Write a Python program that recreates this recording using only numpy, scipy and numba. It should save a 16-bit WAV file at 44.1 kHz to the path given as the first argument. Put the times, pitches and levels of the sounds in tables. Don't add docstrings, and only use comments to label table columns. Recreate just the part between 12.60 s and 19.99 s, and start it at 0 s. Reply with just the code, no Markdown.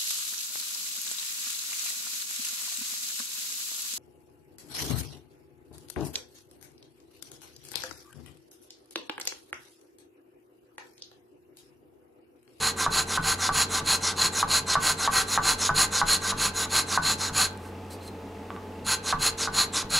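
import sys
import numpy as np
from scipy import signal
from scipy.fft import rfft, irfft, next_fast_len
from scipy.io import wavfile
from scipy.ndimage import uniform_filter1d
from numba import njit

SR = 44100
rng = np.random.default_rng(int(sys.argv[2]) if len(sys.argv) > 2 else 0)


def ratio_of_db(decibels):
    return 10 ** (np.asarray(decibels, float) / 20)


def wav_out(sig):
    wavfile.write(sys.argv[1], SR, np.round(np.clip(np.atleast_2d(sig).T, -1, 1) * 32767).astype(np.int16))


N = 325899
SIZE = next_fast_len(N + SR)
HZ = np.maximum(np.arange(SIZE // 2 + 1) * SR / SIZE, 1)
TIME = np.arange(N) / SR

# f/Hz, level/dB rms
FAN_HUM = [(91.5, -45), (199.2, -54), (242.2, -55.5), (452.2, -50), (812.9, -60.5), (866.7, -52.5),
           (1244, -66)]
# f/Hz, width/Hz, level/dB
DUCT_RINGS = [(194, 9.1, -7), (890, 82, -25.5), (1300, 75, -29)]
# f/Hz, level/dB per Hz
AIR_COLOUR = [(20, -29), (60, -19), (140, -26), (200, -10.5), (300, -9), (320, -13), (420, -9),
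              (540, -15.5), (630, -17), (750, -16.5), (1500, -27.5), (2200, -29.5), (4000, -37),
              (16000, -50)]
# f/Hz, side re mid level/dB
AIR_WIDTH = [(60, -38), (110, -36), (200, -19), (380, -15.5), (700, -11), (1290, -7.5), (2380, -7),
             (4400, -6.5), (8120, -12), (15000, -31)]
BELT_HZ, BELT_WIDTH_HZ, BELT_DB = 2660, 300, -59
BELT_TURNS_PER_S, BELT_SHARP = 29.7, 8

# f/Hz, t60/s
ROOM_T60 = [(200, 0.42), (1500, 0.42), (4200, 0.25), (7000, 0.17), (14000, 0.14)]

# f/Hz, level/dB, t60/s
BENCH_SWAY = [(26.7, -39, 0.72), (41, -43, 0.48), (144.5, -38.5, 0.32), (164, -36, 0.38)]
SHOVE_LAG_S, SHOVE_FOLLOWS = 0.016, 0.34
BENCH_HZ, BENCH_WIDTH_HZ = [28.1, 146], [57, 33]
TREMBLE_DB, TREMBLE_REST_DB, TREMBLE_HOLD_S = [-59.5, -53], [-62, -63], 0.19

# t/s, f/Hz, level/dB
THUMB_SQUEAK = [
    (5.3, 4600, -75),
    (5.315, 4600, -54),
    (5.36, 4650, -62),
    (5.38, 4600, -80),
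    (5.4, 4150, -80),
    (5.412, 4150, -51),
    (5.46, 4150, -70),
    (5.48, 4150, -42),
    (5.5, 4080, -80),
]
# t/s, peak level/dB
LAID_BACK = [
    (5.9043, -27),
    (5.9633, -29.5),
    (5.9973, -50),
]
# t/s, peak level/dB
GRAIN_SNAPS = [(0.613, -33), (3.5326, -3), (3.5458, -6), (4.9097, -36), (4.9294, -38), (4.975, -31),
               (5.2494, -46), (5.3395, -40), (5.4779, -31), (6.2487, -30), (6.258, -28), (6.2665, -17),
               (1.262, -18), (7.305, -18)]
# f/Hz, width/Hz, level/dB
SNAP_RINGS = [(4150, 300, 0), (7440, 1500, -2), (10100, 1500, 3)]
# t/s, peak level/dB
SHOULDER_KNOCKS = [(0.263, -6.5), (0.575, -5), (0.891, -8), (1.207, -20), (1.527, -24), (1.828, -7.5),
                   (2.154, -2), (2.476, -6), (2.776, -2), (3.092, -4.5), (3.415, -4.5), (3.722, -12.5),
                   (4.057, -23.5), (4.375, -5.5), (4.696, -21.5), (6.526, -5.5), (6.874, -10.5),
                   (7.227, -22)]
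# f/Hz, level/dB, t60/s
STRUCK_MODES = [(833, -12, 0.09), (824, -39, 0.018), (1030, 2, 0.014), (1132, -6.5, 0.028),
                (1151, -5.5, 0.085), (1256, -9, 0.044), (1325, -25.5, 0.022), (1460, -7, 0.054),
                (1504, -16.5, 0.19), (1610, -41, 0.064)]
RATTLE_T60_S, RATTLE_DB = 0.1, -23

# start t/s, fastest t/s, end t/s, grit level/dB, neck re grit level/dB
THUMB_WIPES = [
    (4.993, 5.05, 5.11, -51, 0),
    (5.301, 5.317, 5.36, -41, -15),
    (5.41, 5.478, 5.495, -46, -14),
    (5.9, 5.955, 5.97, -61, 10),
]
# start t/s, length t/s, grit level/dB, neck re grit level/dB
PULL_STROKES = [(0.004, 0.11, -19.5, -6), (0.318, 0.11, -18, -7), (0.635, 0.11, -18, -6.5),
                (0.937, 0.11, -16.5, -8), (1.261, 0.11, -17.5, -9.5), (1.574, .107, -18, -8),
                (1.893, 0.11, -17.5, -9.5), (2.214, 0.12, -17.5, -8), (2.522, .11, -17.5, -6.5),
                (2.833, 0.11, -17.5, -8), (3.158, 0.1, -15.5, -9), (3.471, 0.1, -17.5, -10),
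                (3.782, 0.11, -18.5, -9.5), (4.11, .11, -17, -8.5), (4.435, 0.11, -17.5, -9),
                (4.745, 0.12, -17.5, -8.5), (6.263, 0.1, -20.5, -8), (6.604, 0.099, -17, -10.5),
                (6.939, 0.11, -19.5, -7.5), (7.311, 0.1, -16.5, -11)]
# start t/s, rise to top speed t/s, grit level/dB, neck re grit level/dB
PUSH_STROKES = [(0.174, 0.045, -23.5, -3.5), (0.486, 0.067, -24, -5.5), (0.794, 0.059, -23, -4),
                (1.101, 0.05, -25, -4.5), (1.419, .046, -24, -5), (1.733, 0.053, -23.5, -7.5),
                (2.077, 0.05, -21.5, -6.5), (2.385, 0.055, -23.5, -4.5), (2.684, 0.064, -23.5, -6.5),
                (2.992, 0.055, -23, -9), (3.319, 0.039, -21, -9), (3.622, 0.067, -25, -5),
                (3.95, 0.052, -26, -6), (4.281, 0.06, -24, -5.5), (4.59, 0.052, -25.5, -7.5),
                (6.445, 0.053, -25, -8.5), (6.779, 0.031, -25, -10), (7.134, 0.036, -23, -8.5)]
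PULL_FASTEST = 0.57
OVERRUN_S = 0.0014
SET_OFF = 1.453
PULL_BLUNT, PUSH_BLUNT, WIPE_BLUNT = (2.2, 2.6), (1.8, 4.0), (2.5, 3.0)

# f/Hz, level/dB per Hz
PULL_COLOUR = [(2200, -16.5), (2600, -8), (3500, -18), (5500, -15), (8000, -11.5), (8800, -28.5),
               (11500, -16), (12500, -26), (16000, -33.5)]
PUSH_COLOUR = [(2200, -11), (2600, -7), (3500, -18), (5500, -11.5), (8000, -4.5), (8800, -17.5),
               (11500, -13.5), (12500, -35), (16000, -50)]
THUMB_COLOUR = [(2500, -22), (5000, -20), (8000, -17), (12000, -20), (16000, -34)]
# f/Hz, width/Hz, level/dB
PULL_RINGS = [(3317, 134, -13), (4154, 177, 5), (4595, 780, -17.5), (6470, 64, 0), (6956, 256, -5.5),
              (8280, 220, -10.5), (9960, 1160, -10.5), (11360, 280, -9)]
PUSH_RINGS = [(3765, 590, -4), (4150, 74, 10), (4600, 190, -19.5), (6910, 224, 5.5), (7780, 130, -45),
              (10080, 690, -0.5)]
WIPE_RINGS = [(4150, 150, -11), (6800, 200, -19), (8700, 230, -20)]
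# f/Hz, width/Hz, level/dB
NECK_RINGS = [(543, 50, -32), (772, 25, -2.5), (905, 17, -7.5), (1018, 44, 3), (1067, 140, -2.5),
              (1171, 38, 3), (1378, 86, -5.5), (1527, 31.3, 5), (1576, 79, -0.5), (1924, 29, -0.5),
              (2137, 180, -12.5)]
# start f/Hz, end f/Hz
OVERHANG_HZ, OVERHANG_WIDTH_HZ = [7000, 3500], 1200
OVERHANG_PULL_DB, OVERHANG_PUSH_DB = -24, -6

# f/Hz, side re mid level/dB
WORK_WIDTH = [(200, -23), (400, -8), (1300, -16), (2400, -17), (4400, -16.5), (8000, -33), (11000, -14.5),
              (13000, -3), (15000, 0)]
# f/Hz, left re right level/dB
WORK_LEAN = [(150, 0), (300, -.4), (600, 1.2), (1200, -1.1), (4400, -.6), (9000, -.1)]
PORTS_APART_HZ = 300


def rms_one(x):
    return x / np.sqrt(np.mean(x ** 2) + 1e-20)


def at_hz(points):
    hz, value = np.transpose(points)
    return np.interp(np.log(HZ), np.log(hz), value)


def through(x, response):
    return irfft(rfft(x, SIZE) * response, SIZE)[..., :N]


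def resonances(modes):
    total = 0
    for k, (hz, width, db) in enumerate(modes):
        damping = 1j * HZ * width
        total = total + (-1) ** k * ratio_of_db(db) * damping / (hz ** 2 - HZ ** 2 + damping)
    return total


def ring_down(drive, hz, db, t60):
    r, w = ratio_of_db(-60 / (t60 * SR)), 2 * np.pi * hz / SR
    return signal.lfilter([0, ratio_of_db(db) * np.sin(w)], [1, -2 * r * np.cos(w), r * r], drive)


@njit
def gliding(x, hz, r, sr):
    y = np.zeros(len(x))
    for i in range(2, len(x)):
        y[i] = x[i] - x[i - 2] + 2 * r * np.cos(2 * np.pi * hz[i] / sr) * y[i - 1] - r * r * y[i - 2]
    return y


def drift(rate):
    r = np.exp(-2 * np.pi * rate / SR)
    return rms_one(signal.lfilter([1], [1, -2 * r, r * r], rng.standard_normal(N + SR))[SR:])


def clicks(rows, spread_db):
    s, db = np.transpose(rows)
    out = np.full(N, 1e-18)
    out[np.round(s * SR).astype(int)] = ratio_of_db(db + spread_db * rng.standard_normal(len(s)))
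    return out


def widen(mid, twin, side_db):
    side = through(twin, ratio_of_db(at_hz(side_db)))
    return np.array([mid + side, mid - side])


def motion(rows, blunt):
    grit, neck, way = np.zeros((3, N))
    for start, peak, end, db, neck_db in rows:
        span = slice(max(int((start - 0.08) * SR), 0), int((end + 0.08) * SR))
        t = TIME[span]
        before = np.maximum(peak - t, 0) / (peak - start)
        speed = np.clip(1 - (before / SET_OFF) ** 2, 0, 1)
        fall = np.maximum((t - peak) / (end - peak), 0) ** blunt[1]
        level = ratio_of_db(db - 12 * fall) * speed ** blunt[0]
        grit[span] += level
        neck[span] += level * ratio_of_db(neck_db)
        way[span] = np.clip((t - start) / (end - start), 0, 1)
    return grit, neck, way


def strokes():
    pulls = [(s, s + PULL_FASTEST * length, s + length, db, neck_db)
             for s, length, db, neck_db in PULL_STROKES]
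    pushes = [(s, s + rise, knock + OVERRUN_S, db, neck_db)
              for (s, rise, db, neck_db), (knock, _) in zip(PUSH_STROKES, SHOULDER_KNOCKS)]
    return pulls, pushes


def fan():
    lines = np.zeros(N)
    for hz, db in FAN_HUM:
        level = np.sqrt(2) * ratio_of_db(db + 1.4 * drift(0.45))
        phase = 2 * np.pi * hz * TIME + 0.74 * drift(5.8) + rng.uniform(0, 7.4)
        lines += level * np.sin(phase)
    colour = np.hypot(ratio_of_db(at_hz(AIR_COLOUR)), abs(resonances(DUCT_RINGS)))
    air = ratio_of_db(-42.5) * rms_one(through(rng.standard_normal((2, N)), colour))
    return lines + widen(*air, AIR_WIDTH)


def belt():
    band = through(rng.standard_normal(N), resonances([(BELT_HZ, BELT_WIDTH_HZ, 0)]) ** 2)
    turns = np.cos(np.pi * BELT_TURNS_PER_S * TIME + 0.3 * drift(1)) ** BELT_SHARP
    return ratio_of_db(BELT_DB + 3 * drift(2)) * turns * rms_one(band)


def shop(x):
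    t60 = at_hz(ROOM_T60)
    sides = []
    for lags_s in rng.uniform(0.011, 0.043, (2, 8)):
        response = 0
        for k, lag in enumerate(lags_s):
            loop = ratio_of_db(-60 * lag / t60) * np.exp(-2j * np.pi * HZ * lag)
            response = response + (-1) ** k * loop / (1 - loop)
        sides.append(through(x, response))
    return np.array(sides)


def bench(pulls):
    shoves = [(s + SHOVE_LAG_S, SHOVE_FOLLOWS * db) for s, db in SHOULDER_KNOCKS]
    out = np.zeros(N)
    for hz, db, t60 in BENCH_SWAY:
        out -= ring_down(clicks(shoves, spread_db=3.5), hz, db, t60)
    effort = rms_one(uniform_filter1d(motion(pulls, PULL_BLUNT)[0], size=int(TREMBLE_HOLD_S * SR)))
    for db, rest_db, hz, width in zip(TREMBLE_DB, TREMBLE_REST_DB, BENCH_HZ, BENCH_WIDTH_HZ):
        shaking = rms_one(through(rng.standard_normal(N), resonances([(hz, width, 0)]) ** 2))
        out += (ratio_of_db(db) * effort + ratio_of_db(rest_db)) * shaking
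    return out


def squeak():
    s, hz, db = np.transpose(THUMB_SQUEAK)
    r = np.exp(-np.pi * 35 / SR)
    tone = gliding(rng.standard_normal(N), np.interp(TIME, s, hz), r, SR)
    return ratio_of_db(np.interp(TIME, s, db, left=-120, right=-120)) * rms_one(tone)


def struck_neck(rows, spread_db):
    out = np.zeros(N)
    fade = ratio_of_db(-60 / (RATTLE_T60_S * SR))
    chatter = ratio_of_db(RATTLE_DB) * rng.standard_normal(N)
    for hz, db, t60 in STRUCK_MODES:
        blow = clicks(rows, spread_db)
        rattle = chatter * signal.lfilter([1], [1, -fade], blow)
        out += ring_down(blow + rattle, hz, db, t60)
    return out


def taps():
    dull = resonances([(1300, 500, 0), (3300, 1500, -3)]) / (1 + 1j * HZ / 3500) ** 2
    crack = through(clicks(LAID_BACK, spread_db=1), dull)
    return ratio_of_db(19.5) * crack + ratio_of_db(-12) * struck_neck(LAID_BACK, spread_db=4)


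def ticks():
    response = resonances(SNAP_RINGS) / (1 + (HZ / 12000) ** 8)
    return ratio_of_db(13) * through(clicks(GRAIN_SNAPS, spread_db=1), response)


def knocks():
    padded = signal.butter(2, [750, 2000], "band", fs=SR, output="sos")
    return ratio_of_db(-13) * signal.sosfilt(padded, struck_neck(SHOULDER_KNOCKS, spread_db=1.5))


def halted(left_db):
    stop = np.zeros(N)
    for s, _ in SHOULDER_KNOCKS:
        stop[int(s * SR):int((s + 0.06) * SR)] = left_db
    return ratio_of_db(uniform_filter1d(stop, size=200, origin=99))


def scratches(per_s, spread_db, patchy_db):
    sizes = ratio_of_db(spread_db * np.minimum(rng.exponential(1, (2, N)), 5))
    signs = rng.choice([-1, 1], (2, N))
    caught = rng.random((2, N)) < per_s / SR
    return rms_one(sizes * signs * caught) * ratio_of_db(patchy_db * (drift(8.4) + drift(84)))


def wavering(catches, block, waver_db):
    out = 0
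    for k, (hz, width, db) in enumerate(block):
        r = np.exp(-np.pi * width / SR)
        ring = signal.lfilter([1, 0, -1], [1, -2 * r * np.cos(2 * np.pi * hz / SR), r * r], catches)
        out = out + (-1) ** k * ratio_of_db(db + waver_db * drift(5.7)) * (1 - r * r) / 2 * ring
    return out


def overhang(catches, way, ends_hz):
    hz = ends_hz[0] * (ends_hz[1] / ends_hz[0]) ** way * ratio_of_db(0.6 * drift(8))
    r = np.exp(-np.pi * OVERHANG_WIDTH_HZ / SR)
    return ratio_of_db(2 * drift(4)) * rms_one(np.array([gliding(c, hz, r, SR) for c in catches]))


def rub(rows, grit_db, block, overhang_hz, overhang_db, blunt):
    grit, neck, way = motion(rows, blunt)
    catches = scratches(14000, spread_db=2.5, patchy_db=0.8)
    free_end = overhang(catches, way, overhang_hz)
    hiss = through(catches, ratio_of_db(at_hz(grit_db)))
    bright = rms_one(hiss + wavering(catches, block, waver_db=1.4))
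    wood = rms_one(through(catches, resonances(NECK_RINGS) / (1 + (HZ / 2600) ** 4)))
    return ratio_of_db(-4) * grit * (bright + ratio_of_db(overhang_db) * free_end) + ratio_of_db(-2) * neck * wood


def scene():
    pulls, pushes = strokes()
    work = rub(pulls, PULL_COLOUR, PULL_RINGS, OVERHANG_HZ[::-1], OVERHANG_PULL_DB, PULL_BLUNT)
    pushed = rub(pushes, PUSH_COLOUR, PUSH_RINGS, OVERHANG_HZ, OVERHANG_PUSH_DB, PUSH_BLUNT)
    work = work + halted(left_db=-7) * pushed
    work = work + rub(THUMB_WIPES, THUMB_COLOUR, WIPE_RINGS, OVERHANG_HZ, -40, WIPE_BLUNT)
    blows = knocks() + taps() + ticks() + squeak()
    near = widen(work[0], ratio_of_db(-4) * work[1], WORK_WIDTH) + blows
    near = through(near, ratio_of_db(at_hz(WORK_LEAN) * np.array([[0.5], [-0.5]])))
    return near + ratio_of_db(-18) * shop(work[0] + blows) + bench(pulls) + fan() + belt()


def roll_off(x):
    return signal.sosfilt(signal.butter(12, 15900, fs=SR, output="sos"), x)


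def record(dry):
    mid, side = (dry[0] + dry[1]) / 2, (dry[0] - dry[1]) / 2
    side = signal.sosfilt(signal.butter(1, PORTS_APART_HZ, "high", fs=SR, output="sos"), side)
    top = signal.ellip(10, 0.5, 70, 15750, fs=SR, output="sos")
    mix = signal.sosfilt(top, [mid + side, mid - side])
    return roll_off(mix)


dry = scene()
out = record(dry)
wav_out(out)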